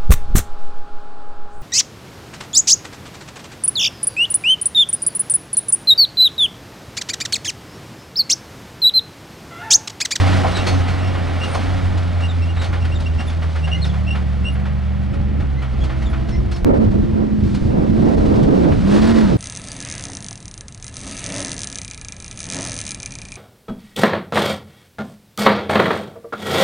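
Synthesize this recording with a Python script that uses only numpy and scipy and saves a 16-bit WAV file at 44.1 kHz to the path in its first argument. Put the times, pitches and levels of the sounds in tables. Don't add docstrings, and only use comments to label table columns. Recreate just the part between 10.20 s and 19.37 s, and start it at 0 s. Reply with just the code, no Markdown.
import sys
import numpy as np
from scipy import signal
from scipy.fft import rfft, irfft, next_fast_len
from scipy.io import wavfile
from scipy.ndimage import uniform_filter1d, minimum_filter1d

SR = 44100
rng = np.random.default_rng(int(sys.argv[2]) if len(sys.argv) > 2 else 0)


def store_wav(level_fs):
    pcm = np.round(np.clip(np.atleast_2d(level_fs), -1, 1) * 32767)
    wavfile.write(sys.argv[1], SR, pcm.T.astype(np.int16))


N = 404397
T = np.arange(N) / SR
CHANGE_S = 6.447
TREBLE_HZ, BUFFET_HZ = (4400, 8000), (400, 800)


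def amp(db):
    return 10 ** (np.asarray(db) / 20)


def decibels(gain):
    return 20 * np.log10(np.maximum(gain, 1e-9))


def unit(x):
    return x / np.sqrt(np.mean(x ** 2) + 1e-20)


def lookup(spectrum, hz, column=1):
    table = np.transpose(spectrum)
    return np.interp(np.log(hz + 1), np.log(table[0] + 1), table[column])


def curves(rows):
    times_s, *columns = np.transpose(rows)
    return [np.interp(T, times_s, column) for column in columns]


def add(mix, start_s, sound):
    part = mix[max(round(start_s * SR), 0):][:len(sound)]
    part += sound[:len(part)]


def filtered(x, response):
    size = next_fast_len(len(x), True)
    return irfft(rfft(x, size) * response(np.fft.rfftfreq(size, 1 / SR)), size)[:len(x)]


def coloured(x, spectrum, band_hz):
    x = filtered(x, lambda f: amp(lookup(spectrum, f)))
    return x / np.std(filtered(x, lambda f: (f > band_hz[0]) & (f < band_hz[1])))


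def hiss(size=N):
    return rng.standard_normal(size)


def drift(rate_hz):
    step = 16
    slow = filtered(hiss(N // step + 1), lambda f: 1 / (1 + (f / step / rate_hz) ** 4))
    return unit(np.interp(T, np.arange(len(slow)) * step / SR, slow))


def swell(peak_s, width_s):
    return np.exp(-((T - peak_s) / width_s) ** 2 / 2)


# f/Hz, right lead/rad, scatter level/dB
PORTS = [(40, .5, -21), (85, 0.84, -28.5), (145, 1.7, -20), (220, 1.25, -10.5), (380, 2.05, -9),
         (700, 0.98, -7.5), (1400, 0.61, -16.5), (3000, 0.33, -34.5), (7000, .15, -11)]
def ports(x):
    scatter = hiss(2048) * np.hanning(2048)
    scattered = signal.oaconvolve(x, scatter / np.linalg.norm(scatter))[:N]
    side = filtered(x, lambda f: -1j * np.tan(lookup(PORTS, f) / 2))
    side += filtered(scattered, lambda f: amp(lookup(PORTS, f, column=2)))
    return np.array([x + side, x - side])


def exhaust(cycles, orders, flutter, colour_db=lambda k: 0):
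    note = np.zeros(N)
    for k, db in orders:
        strength = 1 + flutter * drift(11.5) * (1 if db < -5 else 0.35)
        note += amp(db + colour_db(k)) * strength * np.cos(2 * np.pi * (k * cycles + rng.random()))
    return np.sqrt(2) * note


def pulsed_noise(cycles, depth):
    return hiss() * (1 + depth * np.cos(2 * np.pi * cycles))


def panels(x, ring, t60_s=0.05):
    t = np.arange(4096) / SR
    tail = hiss(len(t)) * amp(-60 * t / t60_s)
    ringing = signal.oaconvolve(x, tail / np.linalg.norm(tail))[:N]
    return (x + ring * ringing) / np.hypot(1, ring)


# f/Hz, level/dB
DIRT = [(1000, 7), (2500, 3), (4000, 2.5), (5200, -1), (7000, -9), (9300, -11), (10300, -19),
        (11500, -27.5), (15500, -32.5)]
def crunch(grains_per_s, grain_db, clump_db):
    cracks = rng.random(N) < grains_per_s / SR
    grit = cracks * amp(grain_db + 2.5 * np.minimum(rng.exponential(1, N), 4))
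    return coloured((1 + grit) * hiss() * amp(clump_db * drift(30)), DIRT, TREBLE_HZ)


# t/s, f/Hz
TRUCK_FIRING = [(0, 90.33), (0.65, 88.86), (1.2, 86.53), (1.5, 91.24), (2.26, 84.15), (2.9, 80.4),
                (3.45, 77.1), (3.69, 72.3), (4.3, 69.71), (4.7, 72.32), (5.1, 70.6), (5.5, 64),
                (6.2, 61.67), (6.44, 68.6)]
# t/s, level/dB
TRUCK_THROTTLE = [(0, -12.5), (0.3, -21), (1.1, -20.5), (1.33, -24.5), (1.56, -18.5), (2.3, -18.5),
                  (3.0, -21), (4.0, -19.5), (4.7, -22), (5.4, -22), (6.05, -25.5), (6.44, -23)]
# t/s, half-width/s, extra speed/ratio, boost/dB
SURGES = [(0.11, 0.071, 0.047, 2.5), (0.4, 0.048, 0.054, 0), (0.56, 0.036, .015, 5),
          (0.87, 0.096, .05, -0.5), (2.52, 0.089, .055, -0.5), (3.18, .11, .03, 1),
          (3.87, 0.0784, 0.05506, -0.5), (5.17, 0.054, .01, 2), (5.83, .11, 0.038, 2.5)]
def truck_engine():
    (hz,), (db,) = curves(TRUCK_FIRING), curves(TRUCK_THROTTLE)
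    for peak_s, width_s, faster, boost_db in SURGES:
        surge = swell(peak_s, width_s)
        hz, db = hz * (1 + faster * surge), db + boost_db * surge
    return hz, db


# t/s, distance/m, relative crunch level/dB
TRUCK_PATH = [(0, 3.23, -38.5), (0.35, 7.7, -37.5), (1.0, 11.1, -41), (1.4, 9.9, -39), (2.3, 23.6, -39),
              (3.6, 31.7, -36.5), (4.1, 27.7, -41), (5.2, 34.4, -43.5), (5.75, 26.7, -40),
              (6.44, 44, -39.5)]
# multiple of firing rate, level/dB
TRUCK_ORDERS = [(.5, -23), (1, 1), (1.5, -29.5), (2, -15.5), (2.5, -31.5), (3, -19), (4, -31), (5, -33.5),
                (6, -35.5), (7, -31.5), (8, -33)]
# f/Hz, level/dB
TAILPIPE = [(100, 0), (125, 8.5), (145, 4), (165, -2), (185, -0.5), (225, -6.5), (255, -4), (275, 2),
            (320, 1)]
PUFFS = [(60, -7), (120, 7), (180, 4.5), (270, 2.5), (380, -4), (520, -11), (800, -15), (2000, -50.5)]
CLATTER = [(250, -29.5), (450, -7.5), (560, 6), (690, 3), (870, -1.5), (1050, -4), (1350, -2.5), (2000, -5),
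           (2700, -8), (4000, -18), (8000, -47.5), (12000, -48.5)]
def truck():
    firing_hz, drone_db = truck_engine()
    distance_m, crunch_db = curves(TRUCK_PATH)
    near_db = decibels(distance_m[0] / distance_m)
    firings = np.cumsum(firing_hz * (1 + 0.004 * drift(22))) / SR
    drone = exhaust(firings, TRUCK_ORDERS, flutter=0.4,
                    colour_db=lambda k: lookup(TAILPIPE, k * firing_hz))
    puffs = amp(near_db - 30) * coloured(pulsed_noise(firings, depth=0.64), PUFFS, (290, 480))
    rattle = pulsed_noise(firings, depth=0.13) * amp(0.18 * drift(29))
    clatter = np.hypot(amp(near_db - 22.2), shake()) * coloured(rattle, CLATTER, (550, 2000))
    bodywork = panels(clatter, ring=0.4)
    tyres = amp(near_db + crunch_db + 3) * crunch(grains_per_s=350, grain_db=4, clump_db=1.05)
    return amp(drone_db - 0.8) * drone + puffs + bodywork + tyres


# t/s, half-width/s, level/dB
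GUSTS = [(0.22, 0.076, -30), (0.55, 0.18, -29), (1.0, 0.12, -30.5), (1.66, 0.15, -26.5), (2.17, .1, -40),
         (2.5, .12, -29.5), (2.78, 0.1, -26), (3.0, 0.076, -25.5), (4.02, .06, -38), (4.24, 0.036, -27),
         (4.5, 0.097, -46), (4.97, 0.051, -23.5), (5.2, 0.11, -23), (5.64, 0.081, -22.5), (5.92, 0.13, -26),
         (6.18, 0.11, -21), (6.505, 0.043, -5.5), (6.609, 0.06, -11), (6.75, 0.051, -17.5),
         (7.02, 0.055, -15.5), (7.59, 0.085, -13), (7.9, 0.12, -11), (8.14, 0.11, -10.5), (8.31, 0.073, -9),
         (8.47, 0.069, -9.5), (8.77, .07, -9.5), (8.98, 0.053, -9.5), (9.14, .04, -11.5)]
def wind_strength_db(steady_db):
    gust_power = sum((amp(db) * swell(peak_s, width_s)) ** 2 for peak_s, width_s, db in GUSTS)
    return decibels(np.sqrt(amp(steady_db) ** 2 + gust_power))


def tearing_db(wind_db):
    return -47 + 1.41 * (wind_db + 27)


# f/Hz, level/dB
WIND_SIDE = [(30, -22), (80, -16.5), (150, -7.5), (250, 1), (400, 2.5), (700, 5), (1500, 5), (4000, 7)]
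def turbulence(spectrum, band_hz, lump_db, lean):
    lumps = unit(amp(lump_db * drift(27)))
    mid, unshared = (lumps * coloured(hiss(), spectrum, band_hz) for _ in range(2))
    side = filtered(unshared, lambda f: amp(lookup(WIND_SIDE, f)))
    side += filtered(mid, lambda f: -0.3j - lean * f / (f + 120))
    return np.array([mid + side, mid - side])


# f/Hz, level/dB
BREEZE_RUMBLE = [(10, -21.5), (25, -7), (45, 1.5), (75, 1), (130, -10), (220, -13.5), (400, -27.5),
                 (900, -52), (2000, -85), (12000, -120)]
BUFFET = [(60, -15.5), (150, 4), (280, 5.5), (400, 1), (600, -5.5), (900, -15.5), (1400, -25.5),
          (2500, -38.5), (6000, -65), (12000, -98.5)]
def breeze():
    wind_db = wind_strength_db(steady_db=-36)
    rumble = amp(wind_db - 3.5) * turbulence(BREEZE_RUMBLE, (20, 52), lump_db=-2.5, lean=0.1)
    buffet_db = np.minimum(tearing_db(wind_db) - 5.5, -42)
    return rumble + amp(buffet_db) * turbulence(BUFFET, BUFFET_HZ, lump_db=0.5, lean=0.2)


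# t/s, relative body level/dB, relative treble level/dB
KNOCKS = [(0.364, -14.5, -30), (0.4635, -28, -24.5), (0.4777, -26.5, -29), (0.6769, -20.5, -35),
          (0.948, -19, -45), (1.2324, -34, -34), (1.3419, -20, -31), (1.5028, -25, -55),
          (1.7697, -25.5, -39.5), (2.0, -21, -41.5), (2.364, -20, -45), (2.412, -17.5, -34),
          (2.4381, -30, -35.5), (2.5284, -16.5, -40.5), (2.644, -21.5, -39), (2.797, -33, -38.5),
          (2.9942, -19, -40), (3.0915, -26, -40), (3.2202, -20, -44), (3.3526, -21, -41),
          (3.4717, -19, -43.5), (3.6444, -24, -35.5), (3.7347, -23.5, -46), (3.9481, -18, -41.5),
          (4.35, -24.5, -55.5), (4.4513, -21.5, -49), (4.9322, -25.5, -47), (5.1983, -24, -46.5),
          (5.4189, -20.5, -44.5), (5.6349, -30, -38.5), (5.694, -20.5, -51.5), (5.8174, -25, -42),
          (5.9302, -19.5, -48.5), (6.0838, -27, -41), (6.3114, -41, -36.5), (6.3554, -37, -39.5),
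          (6.697, -38, -45.5), (7.3417, -46.5, -36.5), (7.9616, -35, -41.5), (8.0492, -33, -41),
          (8.151, -31, -41), (8.2259, -23.5, -35.5), (8.437, -18, -44), (8.514, -17, -48.5)]
# t/s, relative level/dB
CLUNKS = [(0.241, -5.5), (0.251, -9), (0.275, -11), (0.516, -13.5), (1.345, -9.5), (1.367, -18)]
# f/Hz, level/dB
KNOCK_BODY = [(200, -25), (450, 12.5), (750, -11), (1000, 7.5), (1350, 12.5), (2200, 6), (3500, -1.5),
              (8000, -50.5)]
CLUNK_BODY = [(250, -20), (520, 0), (680, 3), (800, 4), (900, -5.5), (1050, -2), (1300, -9.5), (2500, -29),
              (6000, -66)]
# f/Hz, level/dB, t60/s
STEEL_MODES = [(3920, -12, .2), (4370, 3.5, 0.2), (6260, -9, 0.51), (8300, -37, 0.099), (9340, -14.5, .2)]
def knocks(body_t60_s=0.14, tick_t60_s=0.15, clunk_t60_s=0.12):
    out, t = np.zeros(N), np.arange(8192) / SR
    attack = np.minimum(t / 0.01, 1)
    for start_s, body_db, treble_db in KNOCKS:
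        body = coloured(hiss(len(t)), KNOCK_BODY, (900, 2500))
        body *= amp(body_db - 10.3 - 60 * t / body_t60_s)
        tick = amp(-2 - 60 * t / tick_t60_s) * coloured(hiss(len(t)), DIRT, TREBLE_HZ)
        ring = sum(amp(db - 60 * t / t60_s) * np.sin(2 * np.pi * (hz * t + rng.random()))
                   for hz, db, t60_s in STEEL_MODES)
        ring *= amp(0.45 * (treble_db + 16.5))
        add(out, start_s, attack * (body + amp(treble_db) * (tick + ring)))
    for start_s, db in CLUNKS:
        clunk = coloured(hiss(len(t)), CLUNK_BODY, (500, 1200))
        add(out, start_s, attack * amp(db - 7 - 60 * t / clunk_t60_s) * clunk)
    return out


# t/s, length/s, f/Hz, relative level/dB
SQUEAKS = [(0.328, 0.085, 3900, -35), (0.393, 0.032, 2750, -34), (0.794, 0.12, 2750, -43),
           (1.199, .072, 2800, -33.5), (1.267, 0.12, 8960, -50), (2.007, 0.068, 2790, -36),
           (2.083, 0.041, 3695, -37), (2.21, .043, 2710, -40), (2.268, 0.063, 2830, -42.5),
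           (2.347, .13, 3810, -43.5), (2.607, 0.039, 2755, -45), (2.714, 0.031, 2780, -39),
           (2.75, 0.028, 3680, -41), (2.855, 0.029, 2770, -35), (2.98, 0.052, 2790, -37.5),
           (3.06, 0.044, 10000, -54), (3.066, 0.055, 3525, -42.5), (3.426, 0.04, 2790, -36),
           (3.509, 0.056, 2850, -28.5), (3.534, 0.063, 2070, -42.5), (3.615, 0.03, 4160, -35),
           (3.634, 0.018, 3694, -32), (3.655, 0.033, 5200, -49), (3.685, .036, 3430, -47),
           (3.865, 0.082, 2780, -30.5), (4.238, 0.073, 2810, -32), (4.318, .035, 9900, -60),
           (5.363, .06, 2048, -47), (5.599, .056, 3328, -44), (5.852, 0.049, 3480, -44.5),
           (5.892, 0.032, 9800, -61), (6.114, .045, 5320, -48.5), (6.12, 0.054, 2049, -45),
           (6.151, 0.053, 5555, -57), (6.334, .04, 5400, -50), (6.35, 0.059, 9310, -71)]
def squeaks(scoop=0.05, sag=0.071, rasp=0.46, tail_db=-16, tail_t60_s=0.23):
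    out, t = np.zeros(N), np.arange(8192) / SR
    grip = 1 + rasp * drift(160)
    waver = 0.004 * drift(500) + 0.003 * drift(50)
    for start_s, length_s, hz, db in SQUEAKS:
        span = slice(int(start_s * SR), int(start_s * SR) + len(t))
        progress = np.minimum(t / length_s, 1)
        if hz < 3000:
            bend = waver[span] * (2.5 - 2 * progress) - scoop * (np.exp(-5 * progress) - 0.1)
        else:
            bend = 4 * waver[span] + sag * (0.5 - progress)
        phase = 2 * np.pi * np.cumsum(hz * (1 + bend)) / SR
        overtones = sum(amp(level_db + 2 * rng.standard_normal()) * np.sin(k * phase)
                        for k, level_db in [(2, -15), (3, -21)] if k * hz < 9500)
        tone = np.sin(phase) + overtones * amp(-0.5 * max(db + 41.5, 0))
        slip = np.sin(np.pi * progress) * grip[span]
        tail = progress * amp(tail_db - 60 * np.maximum(t - length_s, 0) / tail_t60_s)
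        add(out, start_s, 2 * amp(db) * tone * (slip + tail))
    return out


def shake(gain_db=-16.5, decay_s=0.06):
    return sum(amp(db + gain_db) * (T > start_s) * np.exp(-abs(T - start_s) / decay_s)
               for start_s, db, _ in KNOCKS)


# t/s, cycle rate/Hz, relative level/dB
FAR_V8 = [(3.35, 29.7, -34.5), (3.55, 33.5, -29.5), (3.85, 37.7, -29), (4.2, 37, -33.5),
          (4.43, 39.4, -30.5), (4.69, 38, -31.5), (4.9, 39.7, -29.5), (5.45, 41.5, -39.5),
          (6.08, 44.2, -35.5), (6.44, 35.5, -36.5)]
# multiple of cycle rate, level/dB
FAR_V8_ORDERS = [(3, 1.5), (5, 1.5), (6, -24.5), (7, -34), (8, -41), (16, -51)]
def far_v8():
    cycle_hz, db = curves(FAR_V8)
    fade_in = np.clip((T - FAR_V8[0][0]) / 0.19, 0, 1)
    return amp(db - 1) * fade_in * exhaust(np.cumsum(cycle_hz) / SR, FAR_V8_ORDERS, flutter=0.3)


# t/s, firing rate/Hz, level/dB
FAR_RACER = [(4.75, 279, -63), (4.95, 279, -40), (5.35, 302, -51), (5.72, 323, -40), (5.95, 325, -39),
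             (6.2, 346, -42), (6.44, 348, -41)]
# multiple of firing rate, level/dB
FAR_RACER_ORDERS = [(1, 0.5), (2, -7), (3, -16)]
def far_racer():
    firing_hz, db = curves(FAR_RACER)
    note = exhaust(np.cumsum(firing_hz) / SR, FAR_RACER_ORDERS, flutter=0.3)
    return amp(db) * note * (T > FAR_RACER[0][0])


def click(decay_s=0.0023):
    return -np.exp(-abs(T - CHANGE_S) / decay_s) * (T >= CHANGE_S)


# t/s, cycle rate/Hz
BUGGY_REVS = [(6.45, 52.5), (6.58, 45.3), (6.74, 41.4), (6.93, 43.4), (7.15, 42.7), (7.46, 38.7),
              (7.6, 41.8), (7.85, 45.7), (8.15, 40.6), (8.28, 42), (8.56, 28), (8.66, 38.7), (8.78, 42.4),
              (8.92, 45.7), (9.03, 43.3), (9.17, 30)]
# t/s, distance/m
BUGGY_PATH = [(6.45, 36), (6.72, 31), (7.3, 41.5), (7.85, 29), (8.2, 28.2), (8.55, 16.5), (8.8, 12.7),
              (8.97, 11), (9.17, 17)]
# t/s, relative level/dB
BUGGY_TYRES = [(6.45, -55), (7.15, -60), (7.28, -53.5), (7.65, -56), (7.8, -51.5), (8.62, -50),
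               (8.76, -39.5), (8.97, -38), (9.1, -46)]
# multiple of cycle rate, level/dB
BUGGY_ORDERS = [(2, -25.5), (3, -25.5), (4, -16), (5, 0.5), (6, -14.5), (7, -11.5), (8, -14.5)]
def buggy(cruise_hz=45.5, cruise_m=41.2):
    (cycle_hz,), (distance_m,), (tyre_db,) = curves(BUGGY_REVS), curves(BUGGY_PATH), curves(BUGGY_TYRES)
    near_db, rev_db = decibels(cruise_m / distance_m), decibels(cycle_hz / cruise_hz)
    over_cruise_db = near_db + 1.96 * rev_db
    clatter_db = 0.97 * near_db + 0.66 * rev_db - 50.5
    cycles = np.cumsum(cycle_hz * (1 + 0.00301 * drift(21.5))) / SR
    rasp_orders = [(k, -6 - 0.22 * k + 3 * rng.standard_normal()) for k in range(9, 49)]
    rasp = amp(1.9 * over_cruise_db - 45.5) * unit(exhaust(cycles, rasp_orders, flutter=0.64))
    clatter = amp(clatter_db) * coloured(pulsed_noise(4 * cycles, depth=0.63), CLATTER, (1500, 3000))
    tyres = amp(tyre_db + 1.35) * crunch(grains_per_s=500, grain_db=5, clump_db=0.8)
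    note = amp(over_cruise_db - 23.5) * exhaust(cycles, BUGGY_ORDERS, flutter=0.55)
    return note + rasp + clatter + tyres


# f/Hz, level/dB
GUST_RUMBLE = [(10, -15.5), (25, -6), (45, -3.5), (75, -2), (110, -4), (160, -8.5), (230, -10.5),
               (400, -23), (900, -59), (2000, -77), (12000, -120)]
def gusts(stall_db=-23.5):
    wind_db = wind_strength_db(steady_db=-24)
    rumble_db = 6.5 - decibels(np.hypot(amp(-wind_db), amp(-stall_db)))
    rumble = amp(rumble_db) * turbulence(GUST_RUMBLE, (25, 140), lump_db=4, lean=0.3)
    buffet = amp(tearing_db(wind_db) - 1.8) * turbulence(BUFFET, BUFFET_HZ, lump_db=0.5, lean=0.76)
    return rumble + buffet


def scene():
    truck_scene = ports(truck() + far_v8() + far_racer()) * amp([[-0.6], [0.6]]) + breeze()
    buggy_scene = ports(buggy()) * amp([[-1.4], [0.7]]) + gusts()
    dip = np.clip(abs(T - CHANGE_S) / 0.001, 0, 1)
    return dip * np.where(T < CHANGE_S, truck_scene, buggy_scene) + click() + ports(squeaks() + knocks())


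def record(dry, ceiling=0.47, cutoff_hz=15700):
    gain = np.minimum(1, ceiling / (abs(dry.mean(0)) + 1e-9))
    limited = dry * uniform_filter1d(minimum_filter1d(gain, size=600), size=400)
    rounded = limited / (1 + limited ** 8) ** (1 / 8)
    lowpass = signal.firwin(511, cutoff_hz, window=("kaiser", 9), fs=SR)
    return signal.oaconvolve(rounded, lowpass[None], "same")


dry = scene()
out = record(dry)
store_wav(out)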